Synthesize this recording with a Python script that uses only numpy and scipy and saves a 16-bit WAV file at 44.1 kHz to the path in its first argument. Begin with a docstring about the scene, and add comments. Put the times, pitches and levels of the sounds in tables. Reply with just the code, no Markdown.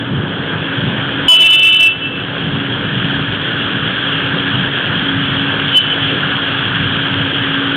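"""Night street in heavy rain, heard through a narrow-band pocket recorder.
A vehicle horn blares close by: a strong pair of sines at its resonance, a higher note, noise rasp.
Weak tones sound under the pair. Later a horn gives one short toot; both echo as a diffuse noise tail.
Rain is shaped noise plus random impacts; traffic and far thunder are shaped noise; an engine is one sine.
The horn drives the recorder into limiting and overload."""
import sys
import numpy as np
from scipy import signal
from scipy.fft import rfft, irfft, next_fast_len
from scipy.io import wavfile
from scipy.ndimage import uniform_filter1d, minimum_filter1d, map_coordinates

SR = 44100
rng = np.random.default_rng(int(sys.argv[2]) if len(sys.argv) > 2 else 0)


def dump_mix(stems):
    """Bounce the given channels to the path in sys.argv[1] as a 16-bit WAV at rate SR."""
    frames = np.atleast_2d(stems).T  # one column per channel
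    limited = np.clip(frames, -1, 1)  # hard clip at full scale
    pcm = np.round(limited * 32767).astype(np.int16)
    wavfile.write(sys.argv[1], SR, pcm)


N = 342216

# Dips of the horn's strong pair of partials: t/s, depth/dB, 1/e half width/s
PAIR_DIPS = [(1.385, 3.5, 0.02), (1.487, 10.5, .009), (1.603, 4.5, .008), (1.712, 6, 0.0098),
             (1.754, 5.5, .008), (1.785, 10.5, 0.011)]
# Swing of the resonance between the pair: t/s, level of 8th over 9th partial/dB
PAIR_BALANCE = [(1.285, -15.5), (1.35, -12.5), (1.39, -9.5), (1.44, -7), (1.475, 3), (1.51, -8), (1.55, -3),
                (1.595, -4), (1.635, 5), (1.71, 4.5), (1.735, 0), (1.82, -1.5), (1.87, 10.5)]
# Weak tones sounding under the strong pair, before their trim: multiple of the pitch, level/dB
WEAK_TONES = [(1, -34.5), (2, -36.5), (4, -31.5), (5, -33.5), (7, -31), (10, -31.5)]
# Horn rasp spectrum: f/Hz, relative density/dB
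RASP_SPECTRUM = [(500, -22), (2000, -22.5), (2600, -8), (3050, 2.5), (3400, -7.5), (3900, -19), (4600, -42)]
# Rain strength: t/s, level/dB
RAIN_STRENGTH = [(0, -28), (.75, -23.5), (1.25, -23), (2.45, -25), (3.15, -23.5), (4.3, -21), (4.75, -22),
                 (5.6, -20.6), (7.1, -21), (7.75, -21)]
# Far rain wash spectrum: f/Hz, relative density/dB
WASH_SPECTRUM = [(500, -17), (900, -11.5), (1150, -6.5), (1400, -1), (1620, 3), (1750, -1), (1930, -9),
                 (2300, -15), (3200, -34.5)]
# Near rain splash spectrum: f/Hz, relative density/dB
SPLASH_SPECTRUM = [(1500, -31.5), (2050, -15.5), (2500, -9.5), (2750, -5), (3000, -3), (3280, 1),
                   (3430, -5), (3600, -13), (3850, -21.5), (4150, -30), (4450, -41.5), (4650, -63.5),
                   (4900, -110)]
# Rolls of far thunder and traffic swells: t/s, rise/dB, 1/e half width/s
RUMBLE_ROLLS = [(.16, 6.5, 0.11), (.58, 0.5, 0.11), (.93, 5.5, 0.12), (1.66, 4, 0.095), (2.53, 5, 0.079),
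                (3.08, 4.5, 0.31), (3.85, 2.5, .06), (4.33, 4.5, 0.047), (4.6, 7.5, 0.071),
                (5.02, 5.5, 0.074), (5.32, 3.5, .1), (6.25, 3, 0.097), (6.82, 5.5, 0.19), (7.2, 2.5, .14)]
# Rumble spectrum: f/Hz, relative density/dB
RUMBLE_SPECTRUM = [(20, -29), (40, -28), (60, -12), (78, -18), (100, -1.5), (150, 2.5), (200, -2.5),
                   (250, -8), (330, -16), (500, -37)]
# Tyres of one car going by: t/s, rise/dB, 1/e half width/s
CAR_PASS = (0.97, 2, 0.98)
# Tyre roar spectrum: f/Hz, relative density/dB
TYRE_SPECTRUM = [(150, -14.5), (300, 0), (400, -1), (520, -3), (680, -9), (900, -9.5), (1300, -18.5),
                 (2500, -32.5)]
# Reflection of the house fronts: f/Hz, gain/dB
FACADE_GAIN = [(300, -6.5), (2660, -3), (2990, -3.5), (4500, -11)]

BLAST_START_S, BLAST_STOP_S, BLAST_ATTACK_S = 1.282, 1.89, .003
BLAST_DB, BLAST_SAG_DB_PER_S, BLAST_RELEASE_DB_PER_S = 6, 10, 300
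SURGE_DB, SURGE_S, SETTLE_S = 5, .06, .03  # harder push at the onset
SWING_RAD_PER_DB = .17  # phase twist of the 9th partial in a dip
UPPER_START_S, UPPER_ATTACK_S = 1.402, .012  # second, higher note
UPPER_DB, UPPER_FALL_DB_PER_S = -16, 24  # relative to the blast's force
TOOT_S, TOOT_DB, TOOT_RISE_DB_PER_S, TOOT_FALL_DB_PER_S = 5.777, 4.5, 541, 660  # at its peak
SPLASH_DB = 1.14  # near splashes over the far wash, once unshaded
SHADE_DB, TURN_S = 3.5, 1.7  # splashes are weaker until the microphone has turned to the street
TYRES_DB, RUMBLE_DB = -27.5, -24.3  # steady beds
DRONE_DB, NEAREST_S, PASS_S = -26.5, 5.7, 3.6  # engine: level when nearest, its time, time to fall 3 dB
AIR_DB, AIR_RATE_HZ = 3, 30  # waver of the echo
VOICE_CLOCK_HZ, TOP_HZ = 8000, 15900  # converter clock, output band limit


def blast(pitch_hz=332.8, upper_hz=3547, weak_trim_db=-1, rasp_db=-14.5):
    """A diaphragm whose 8th and 9th partials hit the horn's resonance, over weak tones: surge, hold, release."""
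    t = clock()
    age_s = np.maximum(t - BLAST_START_S, 0)
    surge_db = SURGE_DB * (1 - ramp(BLAST_START_S + SURGE_S, SETTLE_S))
    release_db = BLAST_RELEASE_DB_PER_S * np.maximum(t - BLAST_STOP_S, 0)
    force_db = BLAST_DB + surge_db - BLAST_SAG_DB_PER_S * age_s - release_db
    dip_db = bumps(PAIR_DIPS)

    unrest = np.clip(age_s / 0.057, .3, 1)  # the pair starts steadier

    def flutter_db():
        """Independent level flutter of one partial."""
        return unrest * (2.1 * wobble(65) + 1.6 * wobble(260))

    ratio = amp(curve(PAIR_BALANCE))
    eighth = amp(flutter_db()) * tone(8 * pitch_hz, drift=0.67, drift_rate=40)
    twist_rad = SWING_RAD_PER_DB * dip_db
    ninth = amp(flutter_db()) * tone(9 * pitch_hz, drift=0.7, drift_rate=45, twist=twist_rad)
    pair = amp(-dip_db) * (ratio * eighth + ninth) / np.hypot(ratio, 1)

    weak_tones = np.zeros(N)
    for multiple, level_db in WEAK_TONES:
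        weak_tone = tone(round(multiple) * pitch_hz, drift=1.4, drift_rate=60)
        weak_tones += amp(weak_trim_db + level_db + 5.4 * wobble(25)) * weak_tone

    upper_db = UPPER_DB - UPPER_FALL_DB_PER_S * np.maximum(t - UPPER_START_S, 0) + 5 * wobble(60)
    upper = tone(upper_hz, drift=0.83, drift_rate=35)
    upper = ramp(UPPER_START_S, UPPER_ATTACK_S) * amp(upper_db) * upper

    # uneven diaphragm beat spreads a rasp around the resonance
    rasp = amp(rasp_db) * coloured(rush(patchy_db=1.5), RASP_SPECTRUM)
    return ramp(BLAST_START_S, BLAST_ATTACK_S) * amp(force_db) * (pair + upper + weak_tones + rasp)


def toot(pitch_hz=336.2, rasp_db=-17, rasp_s=0.055):
    """A tap on a horn, nearly all 9th partial: it swells and dies at once, inside a slightly longer rasp."""
    since_s = clock() - TOOT_S
    level_db = TOOT_DB + np.minimum(TOOT_RISE_DB_PER_S * since_s, -TOOT_FALL_DB_PER_S * since_s)
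    ninth = tone(9 * pitch_hz, drift=0.48, drift_rate=60)
    eighth = amp(-15.5) * tone(8 * pitch_hz, drift=.4, drift_rate=85)
    rasp_gain = bumps([(TOOT_S, amp(rasp_db), rasp_s)])
    rasp = rasp_gain * coloured(rush(patchy_db=0.0), RASP_SPECTRUM)
    return amp(level_db + 1.2 * wobble(120)) * (ninth + eighth) + rasp


def street(x, t60_s):
    """The house fronts answer with a diffuse tail: decaying noise with a soft onset."""
    t = np.arange(SR) / SR
    tail = rng.standard_normal(SR) * amp(-60 * t / t60_s) * (1 - np.exp(-t / 0.039))
    echo = signal.fftconvolve(x, tail / np.linalg.norm(tail))[:N]
    return filtered(echo, lambda hz: amp(np.interp(hz, *np.transpose(FACADE_GAIN))))


def rain():
    """Countless far drops merge into a wash; nearer ones patter through it. One strength drives both."""
    wash = rush(patchy_db=1.8) + amp(-4.5) * drops(count=5000, spread_db=3.0)
    wash = amp(0.49 * wobble(6)) * coloured(wash, WASH_SPECTRUM)
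    splash = rush(patchy_db=1.87) + amp(-4.5) * drops(count=6000, spread_db=3.0)
    splash_db = SPLASH_DB - SHADE_DB * (1 - ramp(0, TURN_S)) + 0.38 * wobble(20)
    splash = amp(splash_db) * coloured(splash, SPLASH_SPECTRUM)
    return amp(curve(RAIN_STRENGTH)) * (wash + splash)


def traffic(drone_hz=276.0):
    """A rolling low rumble, the roar of tyres and one wavering engine note, level set by its distance."""
    rumble_db = RUMBLE_DB + bumps(RUMBLE_ROLLS) + 0.62 * wobble(11)
    rumble = amp(rumble_db) * coloured(rush(patchy_db=1.5), RUMBLE_SPECTRUM)
    tyres_db = TYRES_DB + bumps([CAR_PASS]) + 0.48 * wobble(8)
    tyres = amp(tyres_db) * coloured(rush(patchy_db=1.66), TYRE_SPECTRUM)
    distance = np.hypot(1, (clock() - NEAREST_S) / PASS_S)  # 1 when nearest
    drone = amp(DRONE_DB + 2.9 * wobble(7)) / distance * tone(drone_hz, drift=0.55, drift_rate=12)
    return rumble + tyres + drone


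def rush(patchy_db):
    """Noise with patches of random gain in time and frequency, at rms 1."""
    z = signal.stft(rng.standard_normal(N), nperseg=512)[2]
    field = uniform_filter1d(rng.standard_normal(z.shape), size=5, axis=0)
    field = uniform_filter1d(field, size=10, axis=1)
    return unit(signal.istft(z * amp(patchy_db * unit(field)), nperseg=512)[1][:N])


def drops(count, spread_db):
    """Impacts at random moments, mostly small, a few large, at rms 1."""
    when, size, sign = rng.random((count, 3)).T
    size = np.maximum(size, 20 / count)  # caps the largest
    strength = amp(-spread_db * np.log(size)) * np.sign(sign - .5)
    return unit(np.bincount((when * N).astype(int), strength, N))


def tone(hz, drift, drift_rate, twist=0):
    """A sine of rms 1 whose phase wanders by drift radians, plus any twist in radians."""
    return np.sqrt(2) * np.sin(2 * np.pi * hz * clock() + drift * wobble(drift_rate) + twist)


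def coloured(x, spectrum):
    """x shaped by (f/Hz, level/dB) points, silent above the last one, at rms 1."""
    f, db = np.transpose(spectrum)

    def response(hz):
        """Gain interpolated over log frequency."""
        return amp(np.interp(np.log(hz + 1), np.log(f), db, left=db[0] - 17.0, right=-120))

    return unit(filtered(x, response))


def filtered(x, response):
    """x times a response of frequency."""
    m = next_fast_len(N + 8192)
    return irfft(rfft(x, m) * response(np.fft.rfftfreq(m, 1 / SR)), m)[:N]


def wobble(rate):
    """A smooth random curve, rate knots a second."""
    knots = rng.standard_normal(int(N * rate / SR) + 4)
    return map_coordinates(knots, [clock() * rate], mode="nearest")


def curve(rows):
    """(t/s, value) points joined by straight lines, one value per sample."""
    return np.interp(clock(), *np.transpose(rows))


def bumps(rows):
    """A sum of Gaussian humps, one for each (t/s, height, 1/e half width/s)."""
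    t = clock()
    return sum(height * np.exp(-((t - s) / width) ** 2) for s, height, width in rows)


def ramp(start_s, length_s):
    """A rise from 0 to 1."""
    return np.clip((clock() - start_s) / length_s, 0, 1)


def clock():
    """The time of every sample in seconds."""
    return np.arange(N) / SR


def amp(db):
    """Decibels to gain."""
    return 10 ** (np.asarray(db) / 20)


def unit(x):
    """Scale to rms 1."""
    return x / np.sqrt(np.mean(x ** 2) + 1e-20)


def scene():
    """Horns echoing unsteadily in the street, rain and traffic all round."""
    long_horn, short_horn = blast(), toot()
    echo = street(amp(-13.5) * long_horn + amp(-12) * short_horn, t60_s=1.5)
    echo = amp(AIR_DB * wobble(AIR_RATE_HZ)) * echo
    return (long_horn + short_horn + echo + rain() + traffic())[None]


def held(db, fall_db_per_s):
    """Follow each peak at once, then sink at a steady rate."""
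    fall_db = fall_db_per_s * clock()
    return np.maximum.accumulate(db + fall_db) - fall_db


def limited(x, top, recovery_db_per_s=18, lag_s=0.097, slip=0.3):
    """A slow gain control ducks under long loud sounds; a quick limiter catches most of what is left."""
    excess_db = np.maximum(20 * np.log10(np.abs(x) / top + 1e-9), 0)
    excess_db = held(excess_db, fall_db_per_s=249)
    pole = np.exp(-1 / (lag_s * SR))
    lagged_db = signal.lfilter([1 - pole], [1, -pole], np.maximum(excess_db - 2.0, 0))
    slow_db = held(lagged_db, recovery_db_per_s)
    quick_db = np.maximum(excess_db - slow_db, 0)
    quick_db = -minimum_filter1d(-quick_db, size=64)  # running maximum
    quick_db = uniform_filter1d(quick_db, size=64)
    # the deeper the cut, the more of each peak slips past
    slipped_db = np.clip(slip * (slow_db + quick_db), 0, quick_db)
    return x * amp(slipped_db - slow_db - quick_db)


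def record(dry, headroom=1.003, fold_db=-0.7):
    """Gain control, a voice-band converter that overloads, clipping at the output, then the band limit."""
    top = .73
    x = limited(dry[0], top)
    splatter = np.clip(x, -top * headroom, top * headroom) - x
    # overload overtones fold about the converter's clock, back into the voice band
    folded = splatter * (1 + 2 * amp(fold_db) * np.cos(2 * np.pi * VOICE_CLOCK_HZ * clock()))
    x = x + filtered(folded, lambda hz: 1 / (1 + (2 * hz / VOICE_CLOCK_HZ) ** 20))
    clipped = np.clip(x, -top, top)
    return filtered(clipped, lambda hz: np.clip((TOP_HZ - hz) / 200 + .5, 0, 1))[None]


dry = scene()
out = record(dry)
dump_mix(out)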